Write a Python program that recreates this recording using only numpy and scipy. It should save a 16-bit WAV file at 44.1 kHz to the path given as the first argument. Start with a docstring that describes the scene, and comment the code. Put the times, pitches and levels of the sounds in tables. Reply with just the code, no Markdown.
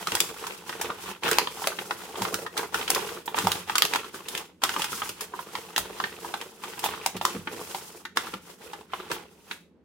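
"""Hands press and fold baking paper into a round clay pan on a counter, close to a stereo microphone, 9.8 s.
From the start: steady low appliance noise, then paper strokes (clumped crackles over sliding hiss) and room echoes.
From 0.07 s creases snap as shaped noise bursts with a panel note; from 0.12 s palms thud as damped pan modes.
The hardest snap falls at 1.4 s, dense runs follow to about 5 s, and snaps thin out after 7.5 s.
Paper and palms also excite the pan's hollow resonances."""
import sys
import numpy as np
from scipy import signal
from scipy.fft import rfft, irfft
from scipy.io import wavfile
from scipy.ndimage import uniform_filter1d

SR = 44100
rng = np.random.default_rng(int(sys.argv[2]) if len(sys.argv) > 2 else 0)


def generate_wav(signal):
    """Clip the signal to [-1, 1] and save it as 16-bit WAV at the path in sys.argv[1]."""
    frames = np.transpose(np.atleast_2d(signal))
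    scaled = np.clip(frames, -1, 1) * 32767
    pcm = np.round(scaled).astype(np.int16)
    wavfile.write(sys.argv[1], SR, pcm)


N = 433944


def gain_of(db):
    """Decibels to amplitude."""
    return 10 ** (np.asarray(db) / 20)


def evened(x):
    """Scales to an rms of one."""
    return x / np.sqrt(np.mean(x ** 2) + 1e-20)


def read(points, hz):
    """Interpolates a table along log frequency."""
    f, value = np.transpose(points)
    return np.interp(np.log(hz + 1), np.log(f + 1), value)


# left-right correlation: f/Hz, correlation
LIKENESS = [(100, 0.97), (700, 0.78), (1500, 0.48), (3000, 0.15), (12000, 0.06)]


def pair(a, b):
    """Stereo spectra from two independent sources: channels alike in the bass, loose in the treble."""
    hz = np.fft.rfftfreq(a.shape[-1], 1 / SR)
    same = np.clip(read(LIKENESS, hz), 0, 1)
    mid = rfft(a) * np.sqrt(1 + same)
    side = rfft(b) * np.sqrt(1 - same)
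    return hz, np.array([mid + side, mid - side]) / 2 ** .5


# pan resonances, hollow and walls: f/Hz, width/Hz, level/dB
PAN_MODES = [(187.4, 22, 1), (360.3, 54, 0.5), (434.3, 39, 6)]


def hollow(hz):
    """Summed band-pass response of the pan's resonances."""
    return sum(gain_of(db) * 1j * w * hz / (f * f - hz * hz + 1j * w * hz) for f, w, db in PAN_MODES)


# appliance noise spectrum: f/Hz, level/dB
HUM_SPECTRUM = [(30, -27), (55, -20.5), (86, -5.5), (130, -32.5), (172, 0.5), (215, -7.5), (460, -13),
                (640, -24), (3000, -41.5), (16000, -65)]
HUM_RMS_DB = -58.5


def hum():
    """Steady appliance noise of the kitchen, weighted to the low end."""
    hz, z = pair(*rng.standard_normal((2, N)))
    noise = irfft(z * gain_of(read(HUM_SPECTRUM, hz)), N)
    return gain_of(HUM_RMS_DB) * evened(noise)


# hands pushing or dragging paper, levels relative:
# full grip t/s, swell/ms, length/s, rustle level/dB, treble level/dB, pan pressure level/dB
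STROKES_TABLE = [(0.0, 25, 0.24, -39.5, -45, -45), (0.146, 340, 0.16, -35.5, -35, -39),
                 (0.426, 270, 0.26, -38, -42, -43), (0.683, 63, 0.13, -40, -43, -43),
                 (0.824, 120, 0.087, -37, -43, -35), (1.067, 260, 0.048, -35.5, -40.5, -43.5),
                 (1.246, 35, 0.18, -27, -35.5, -33), (1.63, 510, 0.1, -39.5, -39, -44.5),
                 (1.796, 110, 0.24, -43.5, -42, -40.5), (1.993, 140, 0.38, -41, -43.5, -46),
                 (2.233, 180, 0.048, -34.5, -37.5, -28.5), (2.33, 21, 0.1, -43, -39.5, -33),
                 (2.59, 113, 0.051, -38, -39, -35), (2.752, 54, 0.095, -31.5, -36, -34.5),
                 (2.898, 19, 0.29, -31, -35.5, -30.5), (3.257, 17, 0.06, -55, -62, -45),
                 (3.378, 63, 0.23, -29, -33, -36), (3.678, 31, 0.086, -35.5, -43.5, -46),
                 (3.84, 91, 0.09, -43, -38.5, -38), (3.91, 42, 0.18, -37.5, -43.5, -45),
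                 (4.146, 31, 0.023, -40, -41, -45), (4.329, 240, 0.082, -37, -42.5, -41.5),
                 (4.635, 20, 0.1, -32, -36, -44.5), (4.809, 164, 0.05, -34, -35.5, -47),
                 (4.923, 52, 0.17, -34, -34.5, -50), (5.208, 140, 0.026, -40, -46.5, -44.5),
                 (5.358, 87, 0.026, -42, -48.5, -39.5), (5.556, 340, 0.23, -41.5, -44.5, -42.5),
                 (5.767, 13, 0.34, -42, -51, -40.5), (5.992, 260, 0.21, -38.5, -43.5, -43),
                 (6.251, 150, 0.44, -42, -43.5, -39.5), (6.64, 69, 0.15, -38.5, -42, -45.5),
                 (6.84, 51, 0.13, -32, -39, -35.5), (7.031, 100, 0.046, -37, -47, -41.5),
                 (7.142, 33, 0.022, -46, -53, -40), (7.249, 10, 0.13, -36.5, -39.5, -38),
                 (7.519, 87, 0.22, -44, -44.5, -41), (7.747, 590, 0.26, -43.5, -41, -45.5),
                 (8.163, 11, 0.18, -37, -41, -43.5), (8.49, 190, 0.032, -47.5, -49, -47.5),
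                 (8.632, 79, 0.18, -44.5, -49.5, -42), (8.942, 82, 0.32, -40.5, -49.5, -45.5),
                 (9.108, 24, 0.046, -34, -45, -36), (9.308, 58, 0.25, -59.5, -60.5, -60),
                 (9.515, 180, 0.033, -49, -49.5, -55)]
# slackening along a stroke: rustle, treble, pressure [dB/s]
SLACKEN_DB_PER_S = [41, 37.5, 37]
SWELL_DB, RELEASE_DB_PER_S = 27.5, 185  # rise over the swell time; extra fall once let go


def effort():
    """Rustle, treble and pressure in dB: strokes swell, slacken, let go; overlaps add in power."""
    t = np.arange(0, N, 64) / SR
    s, swell_ms, length_s, *levels_db = np.transpose(STROKES_TABLE)[:, :, None]
    since = np.maximum(t - s, 0)
    swell_db = SWELL_DB * np.maximum(s - t, 0) * 1000 / swell_ms
    release_db = RELEASE_DB_PER_S * np.maximum(since - length_s, 0)
    edge_db = swell_db + release_db
    power = [(gain_of(db - edge_db - sag * since) ** 2).sum(0)
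             for db, sag in zip(levels_db, SLACKEN_DB_PER_S)]
    return [np.interp(np.arange(N) / SR, t, 10 * np.log10(p + 1e-14)) for p in power]


def crackles(count=16, size=512):
    """Small creases give way in bursts of a few ms, each patch of paper with its own broad colour."""
    fires = rng.random(N) < 850 / SR  # 850 per s on average
    strength = gain_of(3.57 * np.minimum(rng.exponential(1, N), 3.2)) * fires
    patch = rng.integers(0, count, N)
    lean = rng.standard_normal((2, N))
    t, hz = np.arange(size) / SR, np.fft.rfftfreq(size, 1 / SR)
    out = np.zeros((2, N))
    for k, ring_hz in enumerate(np.geomspace(780, 3000, count)):
        colour = 0.26 + 1 / (1 + ((hz - ring_hz) / (0.19 * ring_hz)) ** 2)
        burst = t * np.exp(-t / 0.0019 * np.sqrt(ring_hz / 1200))
        pop = irfft(rfft(rng.standard_normal(size)) * colour) * burst
        out += signal.oaconvolve(strength * (patch == k) * lean, evened(pop)[None])[:, :N]
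    return evened(out)


# paper body spectrum, also in snaps: f/Hz, level/dB
PAPER_BODY = [(400, -4.5), (700, -14), (850, 2.5), (1200, -1.5), (2400, -4.5), (3300, -1), (4300, -10),
              (8000, -32.5)]
# paper treble spectrum, also in snaps: f/Hz, level/dB
PAPER_FIZZ = [(2500, -16.5), (5000, 4), (9000, 4), (14000, 0), (16000, -3)]


def rustle():
    """Crackles clump over the smooth hiss of sliding paper and the murmur of the pan."""
    body_db, treble_db, press_db = effort()
    drift = uniform_filter1d(rng.standard_normal((3, N)), 600)
    clumps = evened(uniform_filter1d(drift, 600))
    hz, slide = pair(*rng.standard_normal((2, N)))
    hz, pops = pair(*(crackles() * gain_of(1.66 * clumps[0])))
    body = evened(irfft((0.53 * slide + 0.5 * pops) * gain_of(read(PAPER_BODY, hz)), N))
    fizz = evened(irfft((slide + 0.26 * pops) * gain_of(read(PAPER_FIZZ, hz)), N))
    boom = evened(irfft((slide + 1.7 * pops) * hollow(hz) * hz / (hz + 300), N))
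    body = body * gain_of(body_db - 3.0)
    fizz = fizz * gain_of(treble_db - 2.5 + 2.0 * clumps[1])
    boom = boom * gain_of(press_db - 3.0 + 3.14 * clumps[2])
    return body + fizz + boom


# room decay: f/Hz, t60/s
KITCHEN_T60 = [(200, 0.71), (700, 0.24), (1000, 0.17), (2000, 0.32), (6000, 0.34), (14000, 0.27)]


def kitchen(x):
    """Sparse echoes from 5 ms on, each band with its own decay; three echo sets fade in turn for moving hands."""
    taps = np.zeros((6, SR))
    at = np.arange(220, SR - 20, 20) + rng.integers(0, 20, (6, (SR - 221) // 20))
    np.put_along_axis(taps, at, rng.choice([-1., 1.], at.shape), 1)
    taps *= 1 + 2.4 * np.exp(-np.arange(SR) / SR / 0.008)  # nearest surfaces return most
    hz, z = pair(taps[:3], taps[3:])
    hz, t, z = signal.stft(irfft(z, SR), SR, nperseg=256)
    decay = gain_of(-60 * t / read(KITCHEN_T60, hz)[:, None])
    tail = signal.istft(z * decay, SR, nperseg=256)[1]
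    tail = tail / np.linalg.norm(tail[0, 0])
    phase = np.arange(N) / SR * 3.3 + np.arange(3)[:, None] / 3
    turns = np.cos(np.pi * phase) * np.sqrt(2 / 3)  # constant total power
    return signal.fftconvolve((x * turns)[None], tail, axes=2).sum(1)[:, :N]


# creases, levels relative: t/s, level/dB, panel ring f/Hz, treble level/dB (re body)
CREASES = [(0.071, -18.5, 1250, -4), (0.119, -20.5, 810, -7.5), (0.151, -18.5, 840, 4.5),
           (0.168, -26, 1640, -13.5), (0.203, -12.5, 3020, 7), (0.439, -28.5, 1180, -25.5),
           (0.466, -27, 990, 1), (0.693, -25, 1020, -8), (0.726, -28, 1760, -23), (0.812, -21.5, 744, 1),
           (0.853, -29.5, 2440, -31), (0.901, -22, 1010, -22), (1.234, -21, 1800, -8),
           (1.266, -19, 790, -17), (1.279, -20, 1730, -10), (1.288, -21, 1220, -6), (1.313, -17, 1500, 4.5),
           (1.329, -21, 1500, -2), (1.385, -6.5, 910, -3.5), (1.472, -19, 1000, -22),
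           (1.619, -28, 820, -33), (1.639, -25, 1170, -16.5), (1.672, -13, 656, 0.5),
           (1.717, -29.5, 1160, -34), (1.787, -21.5, 3200, -26), (1.908, -17.5, 1070, -17.5),
           (2.155, -29, 980, -14), (2.219, -22, 900, -1), (2.25, -21.5, 1040, -15), (2.342, -15, 1500, 0.5),
           (2.463, -26.5, 1210, -13), (2.567, -27, 1400, -7), (2.575, -21.5, 1060, 0),
           (2.591, -25.5, 960, -29), (2.63, -25.5, 1070, -38), (2.743, -16, 1620, -9.5),
           (2.812, -25, 2000, -15), (2.878, -22.5, 3270, -7), (2.902, -17, 766, 9.5), (2.947, -23, 2800, 6),
           (2.959, -21, 1070, -23), (2.978, -24.5, 870, -25), (3.088, -31, 1500, -8),
           (3.257, -44.5, 3270, 16), (3.277, -22, 880, -23), (3.344, -20, 860, -40),
           (3.368, -25, 1190, -26), (3.38, -17, 1080, -28), (3.386, -14.5, 1110, -2.5),
           (3.396, -30, 980, -23.5), (3.47, -11, 846, -7), (3.517, -17.5, 3380, 0.5),
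           (3.696, -16.5, 950, -17), (3.754, -14.5, 1300, -2), (3.781, -16, 2980, 4), (3.821, -8, 1460, -2),
           (3.851, -17, 2620, 2), (3.936, -13.5, 1900, -8), (3.948, -18, 930, -10), (3.958, -17.5, 950, -5),
           (4.043, -32.5, 1260, -12), (4.143, -31.5, 1280, -17), (4.284, -29.5, 3220, 4.5),
           (4.35, -21.5, 2350, -7), (4.375, -28, 2760, 2), (4.618, -30, 955, -9), (4.636, -13, 1020, -1.5),
           (4.649, -19.5, 1270, -9), (4.692, -18.5, 1990, -6.5), (4.738, -28, 1190, -4),
           (4.763, -18, 1110, -31), (4.819, -19.5, 3180, -2), (4.841, -21.5, 1530, -2),
           (4.929, -25.5, 1370, -13), (4.977, -37, 1230, -13), (5.018, -22, 1270, -32),
           (5.091, -26.5, 2950, 3), (5.207, -27.5, 1220, 3), (5.337, -28, 1000, -60),
           (5.39, -25, 1010, -25), (5.552, -22, 1010, -12), (5.762, -15.5, 1830, -4),
           (5.779, -12.5, 990, -0.5), (6, -19.5, 1210, -17), (6.038, -20.5, 1600, -20),
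           (6.246, -28, 940, -35), (6.339, -22, 790, -10), (6.412, -26, 850, -7), (6.636, -28.5, 970, -10),
           (6.777, -35, 850, -33), (6.791, -32.5, 2480, 6), (6.84, -16.5, 900, -12), (6.86, -20, 870, -8),
           (6.936, -24.5, 990, -22), (7.061, -16.5, 780, 2), (7.164, -31, 3340, 1),
           (7.212, -20.5, 835, -14.5), (7.251, -12, 1084, -3), (7.472, -24, 1500, -23),
           (7.746, -23, 790, -10.5), (8.051, -30, 1800, -9), (8.171, -13, 1070, -5),
           (8.267, -30.5, 1320, -15), (8.337, -27, 775, -13), (8.731, -30.5, 840, -9),
           (8.934, -21.5, 960, -22), (9.114, -21, 1170, -3.5), (9.511, -25.5, 2120, -14)]
# burst length at -15.5 dB; strong creases let go faster; random spread in log length
SNAP_MS, SHORTER_MS_PER_DB, SNAP_LOG_SPREAD = 3.68, 0.25, 0.16


def snaps(size=2048):
    """Each crease lets go in a burst of a few ms: paper body, fizz and panel note, with a slower pan boom."""
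    s, db, ring_hz, treble_db = np.transpose(CREASES)[:, :, None]
    a, b = rng.standard_normal((2, len(s), size))
    chance = rng.standard_normal((len(s), 7))
    hz, z = pair(a, b)
    ms = (SNAP_MS - SHORTER_MS_PER_DB * (db + 15.5)) * np.exp(SNAP_LOG_SPREAD * chance[:, 2:3])
    t = np.arange(size) / SR / np.clip(ms / 1000, 1e-3, 1e-2)  # in burst lengths

    def burst(rise, fall):
        return (1 - np.exp(-t / rise)) ** 2 * np.exp(-t / fall)

    def unit(x):
        return x / abs(x.mean(0)).max(-1, keepdims=True)

    # large, low panels ring most
    ring = 1 + (1900 / ring_hz) ** 2 / (1 + ((hz - ring_hz) / (.19 * ring_hz)) ** 2)
    # four neighbouring folds ring along, each crease its own
    folds_hz = 1200 * np.exp(0.67 * abs(chance[:, 3:7, None]))
    ring = ring * (1 + (0.74 / (1 + ((hz - folds_hz) / (0.09 * folds_hz)) ** 2)).sum(1))
    # dull creases are dull in the body too, and lose the top of their fizz
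    ring = ring * (1 + hz / 1500) ** (0.064 * (treble_db + 17.5))
    slope = (1 + hz / 6000) ** (0.13 * (treble_db - 5.0))
    body = unit(irfft(z * gain_of(read(PAPER_BODY, hz)) * ring) * burst(0.13, 0.7))
    fizz = unit(irfft(z * gain_of(read(PAPER_FIZZ, hz)) * slope) * burst(0.16, 0.91))
    boom = unit(irfft(z * hollow(hz) * hz ** 2 / (hz + 400)) * burst(0.94, 5.6))
    cycles = ring_hz * np.arange(size) / SR
    note = 0.5 * np.sin(2 * np.pi * cycles) * cycles * np.exp(-cycles / 1.3)  # lasts a few cycles
    fizz_gain = gain_of(treble_db - 4.0)
    boom_gain = gain_of(-28.0 + 9.9 * chance[:, :1])
    sound = gain_of(db + 2.5) * (body + note + fizz_gain * fizz + boom_gain * boom)
    side_db = 0.28 * chance[:, 1]  # creases lie all round the rim
    out = np.zeros((2, N + size))
    for k, start in enumerate(np.round(s[:, 0] * SR).astype(int)):
        out[:, start:start + size] += sound[:, k] * gain_of(side_db[k] * np.array([[1], [-1]]))
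    highpass = signal.butter(2, 220., "high", fs=SR, output="sos")  # paper moves no deep bass
    return signal.sosfilt(highpass, out[:, :N])


# palms and knuckles on the pan, levels relative: t/s, level/dB, decay/ms, strongest near f/Hz
PALMS = [(0.124, -28.5, 20, 148), (2.21, -22, 24, 200), (2.335, -23, 17, 200), (3.438, -20.5, 34, 135),
         (4.142, -30, 15, 300), (4.769, -27, 22, 320), (4.925, -28.5, 33, 320), (5.091, -29, 18, 320),
         (5.789, -42, 36, 49.7), (7.147, -25.5, 38, 166), (7.347, -22, 37, 200), (7.526, -28.5, 35, 430),
         (8.336, -29, 23, 250), (9.116, -27, 25, 380)]
# modes of pan on counter: f/Hz, level/dB, ring/thud decays
COUNTER_MODES = [(52, -0.5, 1.5), (93.4, 3, 1.4), (166.6, 4, 0.92), (204, 5.5, 0.52), (320, 5, 0.58),
                 (440, -2.5, 1.1)]


def thuds(size=8192):
    """A palm lands: pan and counter modes knock, each with its own decay, under the palm's rough roll."""
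    t, hz = np.arange(size) / SR, np.fft.rfftfreq(size, 1 / SR)
    out = np.zeros(N + size)
    settling = t + 0.0062 * (1 - np.exp(-t / 0.015))  # pitch sinks as the palm settles
    for s, db, ms, near_hz in PALMS:
        knock = np.zeros(size)
        for f, level_db, ring in COUNTER_MODES:
            nearness = 1 / (1 + (np.log(f / near_hz) / 0.59) ** 2)
            mode = np.sin(2 * np.pi * f * settling) * np.exp(-1000 * t / (ms * ring))
            knock += gain_of(level_db) * nearness * mode
        rough = rfft(rng.standard_normal(size))
        roll = irfft(rough * hollow(hz) / (1 + 1j * hz / near_hz) ** 2) * np.exp(-1000 * t / ms)
        sound = knock / abs(knock).max() + 0.3 * roll / abs(roll).max()
        sound = sound * (1 - np.exp(-t / 0.0015))
        out[round(s * SR):][:size] += gain_of(db - 0.5) * sound
    return out[:N]


def scene():
    """Hum, paper and pan, and their echoes."""
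    noise, hands, creases, palms = hum(), rustle(), snaps(), thuds()
    send = gain_of(-11.5) * hands.mean(0) + gain_of(-4.5) * creases.mean(0) + gain_of(-9.5) * palms
    return noise + hands + kitchen(send) + creases + palms


EDGE_HZ = 16000


def record(dry):
    """Microphone drops the deep bass, its right port slightly more sensitive; then the band limit."""
    highpass = signal.butter(3, 50., "high", fs=SR, output="sos")
    ports = signal.sosfilt(highpass, dry) * gain_of([[-.4], [.4]])
    lowpass = signal.firwin(511, EDGE_HZ, window=("kaiser", 9), fs=SR)
    return signal.oaconvolve(ports, lowpass[None], "same")


dry = scene()
out = record(dry)
generate_wav(out)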